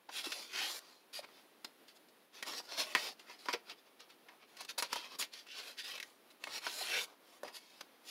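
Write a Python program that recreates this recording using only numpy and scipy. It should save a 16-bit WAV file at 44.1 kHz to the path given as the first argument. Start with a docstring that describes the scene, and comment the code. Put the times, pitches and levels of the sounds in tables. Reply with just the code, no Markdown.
"""Large pages slide, snap and flap as hands turn them in a book lying on a wooden table.
Fingers and sheets rub over paper, whose fibres catch and let go; creases flip and ring the bent sheet;
pages and fingers pat the book and squeeze out the air. A small microphone stands close above it and
drops the bass. Its hiss and the air of a quiet room lie underneath."""
import sys
import numpy as np
from scipy import signal
from scipy.fft import rfft, irfft, next_fast_len
from scipy.io import wavfile
from scipy.ndimage import uniform_filter1d

SR = 44100
rng = np.random.default_rng(int(sys.argv[2]) if len(sys.argv) > 2 else 0)


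def to_wav(s):
    """Save 16-bit WAV."""
    ch = np.atleast_2d(s).T  # columns
    pcm = np.round(np.clip(ch, -1, 1) * 32767)  # PCM
    wavfile.write(sys.argv[1], SR, pcm.astype(np.int16))


N = 357210

# spectra of paper heard close: the sliding face, the fizzing edge, the belly of the page (f/Hz, level/dB)
SLIDE_SPECTRUM = [(900, -52), (1400, -4.5), (2500, 0), (3700, -2), (5000, 0), (6200, -5.5), (7500, -31)]
FIZZ_SPECTRUM = [(5500, -18.5), (6800, 1), (8000, -5), (10000, -1), (12500, -6), (15000, -11.5)]
BELLY_SPECTRUM = [(110, 4), (200, -3.5), (350, 0.5), (700, 1), (1200, 2.5), (1500, -9.5), (2100, -42)]


def gain_of(db):
    """Decibels to a factor."""
    return 10 ** (np.asarray(db) / 20)


def unit_rms(x):
    """Scales to rms 1."""
    return x / np.sqrt(np.mean(x ** 2) + 1e-20)


def value_at(points, hz):
    """Reads a table over frequency, joined on a log axis."""
    f, value = np.transpose(points)
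    return np.interp(np.log(hz + 1), np.log(f + 1), value)


def coloured(x, spectrum):
    """Filters x by a spectrum table, to rms 1."""
    size = next_fast_len(len(x))
    gain = gain_of(value_at(spectrum, np.fft.rfftfreq(size, 1 / SR)))
    return unit_rms(irfft(rfft(x, size) * gain, size)[:len(x)])


def drift(samples):
    """A random curve of rms 1, smoothed twice over this many samples."""
    return unit_rms(uniform_filter1d(uniform_filter1d(rng.standard_normal(N), samples), samples))


def add(mix, start_s, sound):
    """Mixes a sound in at a time."""
    part = mix[round(start_s * SR):][:len(sound)]
    part += sound[:len(part)]


def resonate(x, hz, width_hz):
    """A resonance that can glide: shifts hz down to zero, smooths, and shifts back."""
    carrier = np.exp(2j * np.pi * np.cumsum(hz * np.ones(len(x))) / SR)
    pole = np.exp(-np.pi * width_hz / SR)
    return 2 * (carrier * signal.lfilter([1 - pole], [1, -pole], x / carrier + 1e-18)).real


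def room_tone():
    """Room air and microphone hiss, swelling a little."""
    # spectrum of air and hiss together (f/Hz, level/dB)
    floor_spectrum = [(25, 3), (60, -9), (100, 0.5), (230, 2), (400, -1), (1000, -7), (1700, -9.5),
                      (3800, -13), (5300, -18), (6200, -21.5), (8000, -25), (10000, -18), (15800, -20.5)]
    level_db = -65 + 1.2 * drift(3000)
    return gain_of(level_db) * coloured(rng.standard_normal(N), floor_spectrum)


def room_reverb(x):
    """The room answers with sparse reflections of random sign, each band dying at its own speed."""
    # decay time of the room (f/Hz, t60/s)
    decay = [(300, 0.2), (2000, 0.19), (8000, 0.15)]
    taps = np.zeros(SR // 2)
    slots = np.arange(200, len(taps) - 20, 20)
    taps[slots + rng.integers(0, 20, len(slots))] = rng.choice([-1., 1.], len(slots))
    hz, t, bands = signal.stft(taps, SR, nperseg=256)
    tail = signal.istft(bands * gain_of(-60 * t / value_at(decay, hz)[:, None]), SR, nperseg=256)[1]
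    return signal.fftconvolve(x, tail / np.linalg.norm(tail))[:N]


def pats():
    """Air squeezed from under the page: a few low, dull cycles."""
    # soft landings of page or finger on the book (t/s, level/dB, f/Hz, t60/s)
    landings = [(0.087, -40, 730, 0.052), (0.268, -25, 303, 0.027), (1.19, -25, 618, 0.023),
                (3.544, -23, 447, 0.029), (6.809, -30, 785, 0.044), (7.433, -22.5, 540, 0.022),
                (7.447, -39, 700, 0.049)]
    out, t = np.zeros(N), np.arange(6000) / SR
    for start, db, hz, t60 in landings:
        sag = 1.08 - 7.6 * np.minimum(t, .02)  # the pitch falls as the pocket of air empties
        wobble = 0.088 * unit_rms(uniform_filter1d(rng.standard_normal(len(t)), 120))
        envelope = (1 - np.exp(-t / 0.0042)) * gain_of(-60 * t / t60)
        add(out, start, gain_of(db) * envelope * np.sin(2 * np.pi * hz * np.cumsum(sag + wobble) / SR))
    return out


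def sheet_ring(x):
    """The modes of the paper, all rung by x."""
    # modes of one sheet (f/Hz, width/Hz, level/dB)
    modes = [(470, 60, -4), (960, 44, 3), (1530, 50, -4), (1890, 55, 2), (2190, 50, -4), (2600, 120, -5),
             (3600, 60, -6), (4150, 120, -5), (4730, 90, -7), (5300, 120, -8)]
    return sum(gain_of(db) * resonate(x, hz, width) for hz, width, db in modes)


def snaps():
    """A crease flips: a click and a wide burst ring the nearest modes, with scrape, fizz and belly."""
    # snaps and scuffs (t/s, tone peak/dB, f/Hz, rise/s, t60/s, then re that peak: scrape/dB, fizz/dB,
    # belly/dB)
    flips = [(0.088, -40.5, 1070, .004, .05, -2.5, -40, -29),
             (0.316, -27, 3940, 0.0055, 0.063, -7.5, -23, -46),
             (1.238, -49, 1860, 0.003, 0.039, -16, -24, -15),
             (1.285, -54.5, 1860, .003, 0.042, -16, -19, -2),
             (1.643, -30, 4352, .004, 0.033, -17, -35, -14.5),
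             (1.879, -50.5, 4490, 0.0036, .055, -16, -19, -33),
             (2.083, -56, 4350, 0.0031, 0.071, -17, -26, -20),
             (2.424, -33.5, 1900, 0.0029, 0.043, 0, -7.5, -10),
             (2.468, -51, 4800, 0.0046, .05, -10, -21, -11), (2.531, -38, 4220, .004, 0.054, -8, -21, -7),
             (2.598, -45, 1020, 0.0025, 0.044, -7, -24, 2.5),
             (2.9499, -11.5, 1920, 0.00081, 0.091, -16.5, -39, -23),
             (3.192, -48.5, 3230, 0.0042, 0.056, -6, -21, -20),
             (3.294, -45, 930, 0.0032, 0.056, 0, -30, -14), (3.454, -42.5, 960, 0.0034, 0.058, 2, -13, -22),
             (3.4853, -21, 1080, .0008, 0.052, -10, -51, -43),
             (3.525, -29.5, 5450, .006, 0.028, -1, -20, -23),
             (3.5353, -21, 2600, 0.0011, 0.061, -8, -36, -12),
             (3.694, -42, 4540, 0.0033, 0.065, 0, -35, -14),
             (3.998, -44, 4100, 0.0065, 0.047, -18, -36, -12),
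             (4.095, -54.5, 3170, 0.0069, .055, -17, -8, -22),
             (4.282, -49, 1880, 0.0048, 0.06, -4, -34, -13), (4.565, -45.5, 4410, .005, .05, -5, -17, -21),
             (4.604, -42.5, 870, .004, .055, 2.5, -0.5, -11),
             (4.645, -35.5, 4150, 0.0054, .03, -31, -20, -18),
             (4.781, -32.5, 970, 0.0012, 0.11, -13, 2.5, -33),
             (4.823, -25, 1050, 0.0012, 0.044, -1, -2.5, -34), (4.928, -26, 1010, 0.0017, .04, 1, -8, -12),
             (4.957, -32.5, 860, 0.0012, .04, -1, -7, -10), (5.118, -51, 925, 0.0023, 0.048, -1, -16, -15),
             (5.224, -22.5, 3870, .002, 0.045, -12, -32, -26),
             (5.333, -40.5, 4400, .004, 0.037, -1, -27, -47),
             (5.465, -47, 2860, 0.0032, .045, -14, -15, -33),
             (5.976, -35.5, 2600, 0.0026, 0.049, -13, -25, -34),
             (5.999, -34.5, 2680, 0.0016, .045, -4, -12, -43),
             (6.026, -39.5, 2060, .002, 0.038, 5, -9, -36),
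             (6.437, -30.5, 3000, 0.0023, .02, -10, -30, -28),
             (6.469, -35.5, 1850, .003, 0.071, -6.5, -20, -4),
             (6.666, -25.5, 1240, 0.00097, .06, -5, -39, -21),
             (7.432, -38.5, 1030, 0.00059, 0.028, -7, -9, -9),
             (7.474, -42, 1890, 0.0078, 0.05, -4, -14, -18),
             (7.806, -45, 1390, 0.0045, .025, 7.5, -2, -0.5)]
    hold_s, ring_db = 0.0014, -9.5
    out, t = np.zeros(N), np.arange(8000) / SR
    for start, peak_db, hz, rise, t60, *rustle_db in flips:
        noise = rng.standard_normal(len(t))
        envelope = np.minimum(t / rise, 1) ** 2 * gain_of(-60 * np.maximum(t - rise - hold_s, 0) / t60)
        click_db = 28.5 + 0.3 * peak_db  # the harder the snap, the more of it is click
        click = gain_of(click_db) * (np.arange(len(t)) == round(rise * SR))
        width = 1.1 * hz
        burst = resonate(resonate(noise * envelope + click, hz, width), hz, 2 * width)
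        ring = sheet_ring(resonate(burst, hz, .3 * hz))
        tone = burst / abs(burst).max() + gain_of(ring_db) * ring / abs(ring).max()
        snap = tone / abs(tone).max()
        for db, spectrum in zip(rustle_db, (SLIDE_SPECTRUM, FIZZ_SPECTRUM, BELLY_SPECTRUM)):
            rustle = coloured(noise, spectrum) * envelope
            snap += gain_of(db) * rustle / abs(rustle).max()
        add(out, start, gain_of(peak_db) * snap)
    return out


def fibres(per_s, spread_db, clump_db):
    """Fibres catch and let go: dense clicks of uneven size that come in clumps a few ms long."""
    caught = rng.random(N) < per_s / SR
    size = np.minimum(rng.exponential(1, N), 4)
    clicks = rng.standard_normal(N) * caught
    return unit_rms(clicks * gain_of(spread_db * size + clump_db * drift(200)))


def mottled(x, depth_db):
    """Small parts of the page speak in turn: patches of about 100 Hz by 0.1 s swell and sink."""
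    bands = signal.stft(x, nperseg=1024, noverlap=896)[2]
    patches = uniform_filter1d(rng.standard_normal(bands.shape), 3, axis=0)
    patches = unit_rms(uniform_filter1d(patches, 40, axis=1))
    patchy = signal.istft(bands * gain_of(depth_db * patches), nperseg=1024, noverlap=896)[1]
    return unit_rms(patchy[:len(x)])


def page_motion(t):
    """Strokes and page turns give the gains of slide, fizz and belly, and a power-weighted pitch."""
    # a finger or sheet slides over paper (t/s at full strength, rise/s, hold/s, fall/s, level/dB,
    # f/Hz of the bent sheet, then re that level: fizz/dB, belly/dB)
    strokes = [(0.17, .08, 0.022, 0.064, -43, 3300, -8.5, -16),
               (0.243, 0.015, 0.028, 0.037, -44.5, 3830, -8, -7.5),
               (0.302, 0.048, .12, 0.092, -49.5, 4600, -7.5, -8.5),
               (0.805, .02, 0.1, .2, -63.5, 3970, -9, -2.5),
               (1.139, 0.014, 0.052, 0.029, -48, 3800, -8, -14),
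               (1.245, 0.033, .003, 0.015, -55, 2750, -16, 0.5),
               (1.388, 0.3, .003, 0.071, -65, 3520, -13, -2), (1.453, .05, 0.34, .05, -82, 3260, -5, -2),
               (1.894, 0.033, .003, 0.053, -63, 3310, -9, -20),
               (1.966, .03, .003, 0.022, -65.5, 3760, -3, -5),
               (2.349, 0.031, 0.043, 0.054, -57.5, 3260, -9, -5.5),
               (2.476, 0.035, .003, 0.15, -44.5, 3400, -10, -4.5),
               (2.588, 0.08, .003, 0.033, -45, 4810, -10, -17),
               (2.653, 0.047, .003, 0.038, -59, 4570, -8, -8),
               (2.731, 0.082, .003, 0.087, -45, 4050, -15, -8.5),
               (2.789, 0.031, .02, 0.063, -35.5, 3980, -11.5, -9.5),
               (2.859, .04, 0.064, 0.033, -52.5, 3000, -7.5, -5),
               (2.98, 0.066, .1, 0.068, -43, 4250, -11.5, -9.5),
               (3.2, 0.038, .003, 0.095, -62.5, 3030, -12, -4),
               (3.315, 0.084, .003, 0.085, -54, 2160, -14, -6),
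               (3.392, 0.017, 0.074, .03, -61, 3700, -7.5, -9),
               (3.494, 0.022, .003, 0.054, -46, 2410, -14, -4),
               (3.555, 0.018, .003, 0.019, -56, 2630, -20, 4),
               (3.593, 0.0091, 0.0025, .01, -67, 2650, -27, -7),
               (3.715, 0.077, .003, 0.029, -51.5, 2750, -17, -2.5),
               (3.788, .03, .003, .03, -65, 3620, -14, -18), (3.874, 0.045, .003, .03, -67, 2840, -20, -6),
               (4, 0.012, .003, 0.076, -59, 3580, -19, -7.5),
               (4.101, 0.02, .003, 0.063, -61.5, 3560, -21, -8),
               (4.3, .07, .003, 0.14, -70.5, 2180, -30, 4), (4.429, .045, .003, .05, -63, 2400, -25, 0),
               (4.488, .03, .08, .03, -69, 2900, -10, -4),
               (4.611, 0.051, .003, 0.052, -49.5, 3580, -13, -10),
               (4.694, 0.016, 0.01, .025, -41.5, 3530, -12, -14),
               (4.781, 0.0044, 0.015, 0.024, -36.5, 3850, -13, -13),
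               (4.843, 0.029, .003, 0.042, -46, 3600, -18, -7),
               (4.929, 0.062, .003, 0.025, -49.5, 2720, -11, -4),
               (4.97, 0.069, 0.0034, 0.1, -45.5, 2860, -13, -5.5),
               (5.047, 0.047, 0.0092, 0.053, -52, 2900, -14, -3),
               (5.152, 0.11, .003, 0.019, -52, 3650, -14, -4.5),
               (5.193, 0.0092, 0.012, 0.032, -41.5, 4260, 1, -10),
               (5.215, 0.024, .003, 0.051, -39, 3650, -8.5, -10),
               (5.339, 0.034, 0.052, 0.069, -54, 3660, -13, -19),
               (5.518, 0.073, .003, 0.095, -51, 2960, -19, -40),
               (5.584, 0.066, .003, 0.077, -45.5, 2980, -13, -10.5),
               (5.684, 0.14, .003, 0.092, -51.5, 3400, -8, -6.5),
               (5.795, 0.032, 0.0034, 0.046, -41.5, 3300, -14, -25),
               (5.846, 0.021, 0.074, 0.032, -48, 3300, -10.5, -13.5),
               (5.954, 0.054, .003, 0.03, -45.5, 3060, -13.5, -7.5),
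               (5.98, 0.032, .1, 0.17, -69, 3800, -2, 2.5),
               (6.306, 0.0086, .003, 0.023, -61.5, 3560, -9, -8),
               (6.44, 0.057, 0.14, .03, -60.5, 3520, -7, 1),
               (6.547, 0.074, 0.035, .02, -43, 3860, -10.5, -11.5),
               (6.658, 0.07, .003, 0.05, -45.5, 3150, -9, -6.5),
               (7.078, 0.014, 0.032, 0.088, -67, 3400, -12, 6),
               (7.284, .06, 0.092, 0.034, -66.5, 3540, -5.5, 0),
               (7.449, 0.012, .003, .1, -54.5, 2490, -14, 3.5), (7.82, .02, .2, .05, -77.5, 3000, -15, -2),
               (7.564, 0.048, .003, 0.036, -49, 4200, -7, -9),
               (7.605, .03, 0.19, .05, -65.5, 3750, -9.5, -6.5),
               (8.092, 0.065, .03, .02, -51.5, 3300, -6.5, -18)]
    # a whole page sweeps across the book, one list a page (t/s, level/dB, f/Hz of the bent sheet)
    turns = [
        [(0.47, -64, 3400), (0.528, -48.5, 2560), (0.556, -39.5, 2200), (0.62, -38.5, 2530), (0.714, -45, 4070),
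         (0.792, -51.5, 4600), (0.8, -73, 4460)],
        [(6.67, -51, 3500), (6.69, -48, 3650), (6.76, -49.5, 4830), (6.815, -43.5, 4000), (6.85, -45.5, 3600),
         (6.89, -42.5, 3120), (6.956, -36, 2300), (6.982, -37.5, 2670), (7.044, -46, 4200), (7.06, -64, 4030)],
    ]
    full_at, rise, hold, fall, db, hz, fizz_db, belly_db = np.transpose(strokes)[:, :, None]
    rising = 1 + (t - full_at) / rise
    falling = 1 + (full_at + hold - t) / fall
    ramp = np.clip(np.minimum(rising, falling), 0, 1) ** 1.54
    moves = list(zip(ramp * gain_of(db), hz, fizz_db, belly_db))
    for times, db, hz in map(np.transpose, turns):
        bend_hz = np.interp(t, times, hz)
        gain = gain_of(np.interp(t, times, db, left=-200, right=-200))
        fizz_db = -29 + 5.9 * bend_hz / 1000  # the tighter the page bends, the more its edge fizzes
        moves.append((gain, bend_hz, fizz_db, -11.5))
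    slide, fizz, belly, weighted_hz = np.zeros((4, len(t)))
    for gain, hz, fizz_db, belly_db in moves:
        power = (gain + 1e-7) ** 2
        slide += power
        fizz += power * gain_of(fizz_db) ** 2
        belly += power * gain_of(belly_db) ** 2
        weighted_hz += power * hz
    return np.sqrt(slide), np.sqrt(fizz), np.sqrt(belly), weighted_hz / slide


def slides():
    """Paper rubs on paper: fibre clicks feed the bent sheet, its edge and its belly."""
    t, coarse_t = np.arange(N) / SR, np.arange(0, N + 40, 40) / SR
    slide, fizz, belly, bend_hz = (np.interp(t, coarse_t, curve) for curve in page_motion(coarse_t))
    rub = mottled(fibres(per_s=14000, spread_db=1.0, clump_db=0.46), depth_db=3.5)
    # the curve of the lifted page favours one band, which moves as it bends
    bent = gain_of(3.5) * unit_rms(resonate(rub, bend_hz, width_hz=1930))
    ring = gain_of(-9.5) * unit_rms(sheet_ring(rub))
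    face = coloured(rub + bent + ring, SLIDE_SPECTRUM)
    return slide * face + fizz * coloured(rub, FIZZ_SPECTRUM) + belly * coloured(rub, BELLY_SPECTRUM)


def scene():
    """The book close under the microphone, in mono, with a little reverb over the room tone."""
    book = slides() + snaps() + pats()
    return (book + gain_of(-15) * room_reverb(book) + room_tone())[None]


def record(dry):
    """The small microphone drops the bass; a steep filter cuts the highest treble."""
    low_cut_hz, high_cut_hz = 270, 15750
    thin = signal.sosfilt(signal.butter(3, low_cut_hz, "high", fs=SR, output="sos"), dry)
    lowpass = signal.firwin(511, high_cut_hz, window=("kaiser", 9), fs=SR)
    return signal.oaconvolve(thin, lowpass[None], "same")


dry = scene()
out = record(dry)
to_wav(out)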